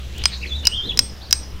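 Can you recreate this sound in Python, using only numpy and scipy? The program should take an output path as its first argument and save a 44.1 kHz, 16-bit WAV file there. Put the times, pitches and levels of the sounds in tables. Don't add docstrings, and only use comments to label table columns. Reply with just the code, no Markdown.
import sys
import numpy as np
from scipy import signal
from scipy.fft import rfft, irfft
from scipy.io import wavfile
from scipy.ndimage import uniform_filter1d

SR = 44100
rng = np.random.default_rng(int(sys.argv[2]) if len(sys.argv) > 2 else 0)


def digitize_waveform(pressure):
    field = np.atleast_2d(pressure).T
    bounded = np.clip(field, -1, 1)
    quanta = np.round(bounded * 32767).astype(np.int16)
    wavfile.write(sys.argv[1], SR, quanta)


N = 70560


# (time [s], strength [dB], main ping [Hz], its t60 [s], upper ping [Hz],
# upper ping level [dB], ground knock [dB], contact click [dB], head ring [dB], head ring length [s], tail [dB])
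BLOW_EVENTS = [(0.2556, -1, 4996, 0.035, 5700, -9, 1.5, -1, -31, 0.02, -26),
               (0.6707, 3, 5000, 0.029, 5590, -0.5, -13, 1, -39.5, 0.048, -28),
               (0.9912, 4, 5088, 0.024, 5600, -1.5, -8.5, 3.5, -32, 0.051, -26.5),
               (1.3271, 2, 5062, 0.025, 5792, 2, -3.5, 3, -33, 0.049, -24.5)]
# (frequency [Hz], level [dB], t60 [s])
STAKE_MODES = [(997, -27, 0.021), (1460, -28, 0.028), (2614, -19, 0.016), (3120, -29, 0.0067),
               (3976, -21.5, 0.031), (4440, -1, 0.005), (6316, -6.5, 0.0077), (7050, -27.5, 0.021),
               (8360, -13, 0.0099), (8400, -40, 0.0044), (10960, -39.5, 0.035), (12700, -37, 0.029),
               (16350, -24, 0.0043)]
# (frequency [Hz], level [dB])
KNOCK_SPECTRUM = [(150, -34), (500, -36), (900, -10.5), (1500, -4), (2400, 0), (3500, -3.5), (6000, -6.5),
                  (16000, -44)]
# (frequency [Hz], level [dB])
CLICK_SPECTRUM = [(500, -46), (2500, -8), (4500, 5.5), (6500, 0), (8000, -7), (10000, -4.5), (13000, -22),
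                  (16000, -17.5)]
# (frequency [Hz], level [dB])
HEAD_MODES = [(8430, -1), (10250, -21), (13400, -31), (15630, -32)]
# (time [s], level [dB])
GRAVEL_TICKS = [(0.1807, -31.5), (1.036, -44)]
# (frequency [Hz], level [dB])
GRIT_SPECTRUM = [(500, -24), (2000, 2), (6000, 3), (9000, -1), (12000, -10.5), (16000, -1)]
# (pitch waver [share], curve of (time [s], pitch [Hz], level [dB]))
BIRD_PHRASES = [ (0.0317, [(.135, 2300, -48.5), (.18, 3177, -40), (.215, 2760, -41), (.235, 3100, -60)]),
                (0.026, [(.415, 2200, -54), (.436, 2684, -29), (.445, 2385, -33), (.453, 1686, -45),
                (.46, 2250, -32.5), (.467, 3520, -30.5)]), (0.0196, [(.468, 4460, -41.5), (.48, 4180, -40),
                (.502, 3800, -41)]), (0.0059, [(.51, 3540, -27.5), (.53, 3424, -27.5), (.551, 3537, -30),
                (.563, 3980, -31.5), (.585, 3672, -38), (.635, 3520, -45)]), (.01, [(.641, 2000, -53),
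                (.655, 2990, -24.5), (.662, 2880, -21), (.673, 2450, -41)]), (0.0077, [(.712, 2520, -43),
                (.724, 2941, -26), (.733, 2855, -23), (.742, 3190, -30), (.755, 3210, -24),
                (.766, 3670, -33), (.778, 3170, -24), (.798, 3170, -21.5), (.821, 3260, -37)]),
                (0.01025, [(.822, 3196, -39), (.836, 3520, -32), (.851, 3550, -30), (.865, 4016, -33),
                (.877, 4110, -36.5), (.888, 3920, -38.5), (.898, 3420, -20.5), (.912, 3330, -26),
                (.921, 3090, -34)]), (.05, [(1.208, 2945, -46), (1.23, 4540, -43), (1.255, 3980, -48),
                (1.272, 4620, -46), (1.305, 4300, -52)])]
# (time [s], start pitch [Hz], level [dB])
BIRD_CHIPS = [(.368, 6000, -49), (.412, 4020, -41.5), (.485, 5880, -49), (.585, 6100, -53),
              (.633, 3660, -45)]
# (middle [s], spread [s], centre [Hz], width [Hz], level [dB])
BIRD_RASPS = [(0.342, 0.019, 4120, 970, -31.5), (.33, 0.022, 2250, 850, -42),
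              (0.24, 0.062, 3280, 1600, -39.5), (0.019, 0.087, 3300, 1700, -47.5),
              (.919, 0.0056, 2930, 380, -30.5), (0.39, 0.28, 5600, 3300, -53.5)]
# (time [s], pitch [Hz], level [dB])
DRONE_COURSE = [(0, 63.17, -35), (.15, 65.6, -34), (.32, 63.64, -32), (0.499, 65.67, -33),
                (0.598, 74.8, -31), (0.721, 62.1, -36), (0.849, 53.6, -36), (1.001, 55.38, -35),
                (1.12, 62.56, -41), (1.22, 69.95, -41.5), (1.398, 63.93, -36), (1.6, 68, -35)]
# (multiple of its pitch, level [dB])
DRONE_PARTIALS = [(1, -2), (2, -24), (3, -18.5)]
# (middle [s], spread [s], level [dB])
BUMP_EVENTS = [(.876, 0.018, -29.5), (0.457, 0.033, -41.5), (0.99, 0.052, -35)]
# (frequency [Hz], level [dB])
BUMP_SPECTRUM = [(20, 2), (80, -1.5), (200, -3.5), (480, -8.5), (650, -37), (2000, -54), (16000, -80)]
# (frequency [Hz], level [dB per Hz])
AIR_SPECTRUM = [(15, 6), (30, -20.5), (60, 8), (100, 1.5), (140, -6.5), (200, -9.5), (280, -14),
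                (360, -12.5), (600, -17.5), (1200, -23), (2200, -24.5), (3500, -25), (5500, -28.5),
                (8000, -37.5), (12000, -40), (15500, -40), (16200, -60)]
# (frequency [Hz], level [dB per Hz])
SIDE_SPECTRUM = [(15, 8.5), (60, 6.5), (130, -10), (300, -26.5), (1000, -52.5), (5000, -49), (16000, -53)]
# (frequency [Hz], t60 [s])
SCATTER_T60 = [(300, 0.34), (1500, 0.39), (3500, 0.25), (5300, 0.65), (8000, 0.22), (15000, 0.33)]

PING_DB, UPPER_T60_S = -0.5, 0.017
KNOCK_DB, KNOCK_T60_S, CLICK_DB, CLICK_T60_S = -5.5, 0.014, -1.5, 0.0052
CLANG_HZ, CLANG_WIDTH_HZ, CLANG_DB, CLANG_T60_S = 5470, 670, -18.5, 0.57
HEAD_PEAK_SHARE, HEAD_AFTER_DB, HEAD_T60_S = 0.92, -13, 0.45
TICK_T60_S = 0.03
FLUTTER_DB, OVERTONE_DB, RASP_GRAIN_DB = 2.5, -33, 2.5
CHIP_S, CHIP_RISE_HZ, CHIP_WAVER_SHARE = 0.022, 1044, 0.015
BIRD_WET_DB, BIRD_T60_S = -8, 0.44
AIR_DB, AIR_PATCH_DB, SIDE_DB = -34.5, 2, -48.5
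SCATTER_START_S = 0.0057
LEAD_S, EARLY_DB = 0.01742, -14
CEILING, KNEE = 0.96, 9.2
EDGE_HZ = 16300


def stake():
    out, send = np.zeros(N), np.zeros(N)
    t = np.arange(SR // 2) / SR
    for s, db, ping_hz, ping_t60, upper_hz, upper_db, knock_db, click_db, _, _, tail_db in BLOW_EVENTS:
        main_modes = [(ping_hz, PING_DB, ping_t60), (upper_hz, PING_DB + upper_db, UPPER_T60_S)]
        ring = sum(amp(level) * decay(t, t60) * np.sin(2 * np.pi * hz * t)
                   for hz, level, t60 in main_modes + STAKE_MODES)
        knock = amp(KNOCK_DB + knock_db) * noise(KNOCK_SPECTRUM, size=len(t)) * decay(t, KNOCK_T60_S)
        click = amp(CLICK_DB + click_db) * noise(CLICK_SPECTRUM, size=len(t)) * decay(t, CLICK_T60_S)
        onset = 1 - np.exp(-t / 0.00019)
        blow = amp(db) * ((ring + knock) * onset + click)
        clang = band(CLANG_HZ, CLANG_WIDTH_HZ)[:len(t)] * decay(t, CLANG_T60_S)
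        add(out, s, blow + amp(db + tail_db + CLANG_DB) * clang)
        add(send, s, amp(db + tail_db) * (ring + knock))
    return out + scatter(send, SCATTER_T60)


def hatchet():
    out = np.zeros(N)
    t = np.arange(SR // 3) / SR
    ring = sum(amp(level) * np.sin(2 * np.pi * hz * t) for hz, level in HEAD_MODES)
    for s, *_, db, length, _ in BLOW_EVENTS:
        swing = np.exp(-2 * (t / length - HEAD_PEAK_SHARE) ** 2)
        lingering = amp(HEAD_AFTER_DB) * decay(t, HEAD_T60_S)
        add(out, s, amp(db) * (swing + lingering) * ring)
    return out


def grit():
    out = np.zeros(N)
    t = np.arange(2048) / SR
    for s, db in GRAVEL_TICKS:
        add(out, s, amp(db) * noise(GRIT_SPECTRUM, size=len(t)) * decay(t, TICK_T60_S))
    return out


def birds():
    t, out = np.arange(N) / SR, np.zeros(N)
    chips = [(CHIP_WAVER_SHARE, [(s, hz, db), (s + CHIP_S, hz + CHIP_RISE_HZ, db)])
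             for s, hz, db in BIRD_CHIPS]
    for waver, phrase in BIRD_PHRASES + chips:
        s, hz, db = np.transpose(phrase)
        pitch = np.interp(t, s, hz) * (1 + waver * band(0, 597))
        turns = np.cumsum(pitch) / SR
        whistle = np.sin(2 * np.pi * turns) + amp(OVERTONE_DB) * np.sin(2 * np.pi * 2 * turns)
        gate = np.clip(np.minimum(t - s[0], s[-1] - t) / 0.0062 + 0.5, 0, 1)
        level = np.interp(t, s, db) + FLUTTER_DB * band(0, 350)
        out += gate * amp(level) * unit(whistle)
    rasps = sum(amp(db) * swell(s, spread) * band(hz, width) for s, spread, hz, width, db in BIRD_RASPS)
    return out + rasps * amp(RASP_GRAIN_DB * band(0, 400))


def drone():
    t = np.arange(N) / SR
    s, hz, db = np.transpose(DRONE_COURSE)
    turns = np.cumsum(np.interp(t, s, hz)) / SR
    hum = sum(amp(level) * np.sin(2 * np.pi * (multiple * turns + rng.random()))
              for multiple, level in DRONE_PARTIALS)
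    return amp(np.interp(t, s, db)) * unit(hum)


def bumps():
    return noise(BUMP_SPECTRUM) * sum(amp(db) * swell(s, spread) for s, spread, db in BUMP_EVENTS)


def air():
    z = signal.stft(noise(AIR_SPECTRUM), nperseg=1024, noverlap=768)[2]
    patches = uniform_filter1d(rng.standard_normal(z.shape), size=12, axis=0)
    patches = unit(uniform_filter1d(patches, size=14, axis=1))
    drifting = signal.istft(z * amp(AIR_PATCH_DB * patches), nperseg=1024, noverlap=768)[1]
    return amp(AIR_DB) * drifting[:N]


def air_width():
    return amp(SIDE_DB) * noise(SIDE_SPECTRUM) * np.array([[1], [-1]])


def scatter(x, t60_table):
    hz, t, z = signal.stft(rng.standard_normal(SR), SR, nperseg=256)
    tail = signal.istft(z * decay(t, read(t60_table, hz)[:, None]), SR, nperseg=256)[1]
    tail *= np.clip(np.arange(len(tail)) / SR / SCATTER_START_S - 0.5, 0, 1)
    return signal.fftconvolve(x, tail / np.linalg.norm(tail))[:N]


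def amp(db):
    return 10 ** (np.asarray(db) / 20)


def unit(x):
    return x / np.sqrt(np.mean(x ** 2) + 1e-20)


def read(points, hz):
    f, value = np.transpose(points)
    return np.interp(np.log(hz + 1), np.log(f + 1), value)


def add(mix, s, sound):
    part = mix[max(round(s * SR), 0):][:len(sound)]
    part += sound[:len(part)]


def noise(spectrum, size=N):
    gain = amp(read(spectrum, np.fft.rfftfreq(size, 1 / SR)))
    return unit(irfft(rfft(rng.standard_normal(size)) * gain, size))


def band(centre_hz, width_hz):
    hz = np.fft.rfftfreq(N, 1 / SR)
    bell = np.exp(-0.5 * ((hz - centre_hz) / (width_hz / 2)) ** 2)
    return unit(irfft(rfft(rng.standard_normal(N)) * bell, N))


def swell(s, spread):
    return np.exp(-0.5 * ((np.arange(N) / SR - s) / spread) ** 2)


def decay(t, t60):
    return np.exp(-np.log(1000) * t / t60)


def scene():
    song = birds()
    song = song + amp(BIRD_WET_DB) * scatter(song, [(3000, BIRD_T60_S)])
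    centre = stake() + hatchet() + grit() + song + drone() + bumps() + air()
    return centre + air_width()


def record(dry):
    clipped = dry / (1 + abs(dry / CEILING) ** KNEE) ** (1 / KNEE)
    lead = round(LEAD_S * SR)
    early = np.pad(clipped[:, lead:], ((0, 0), (0, lead)))
    mixed = clipped + amp(EARLY_DB) * early
    lowpass = signal.firwin(255, EDGE_HZ, window=("kaiser", 9), fs=SR)
    return signal.oaconvolve(mixed, lowpass[None], "same")


dry = scene()
out = record(dry)
digitize_waveform(out)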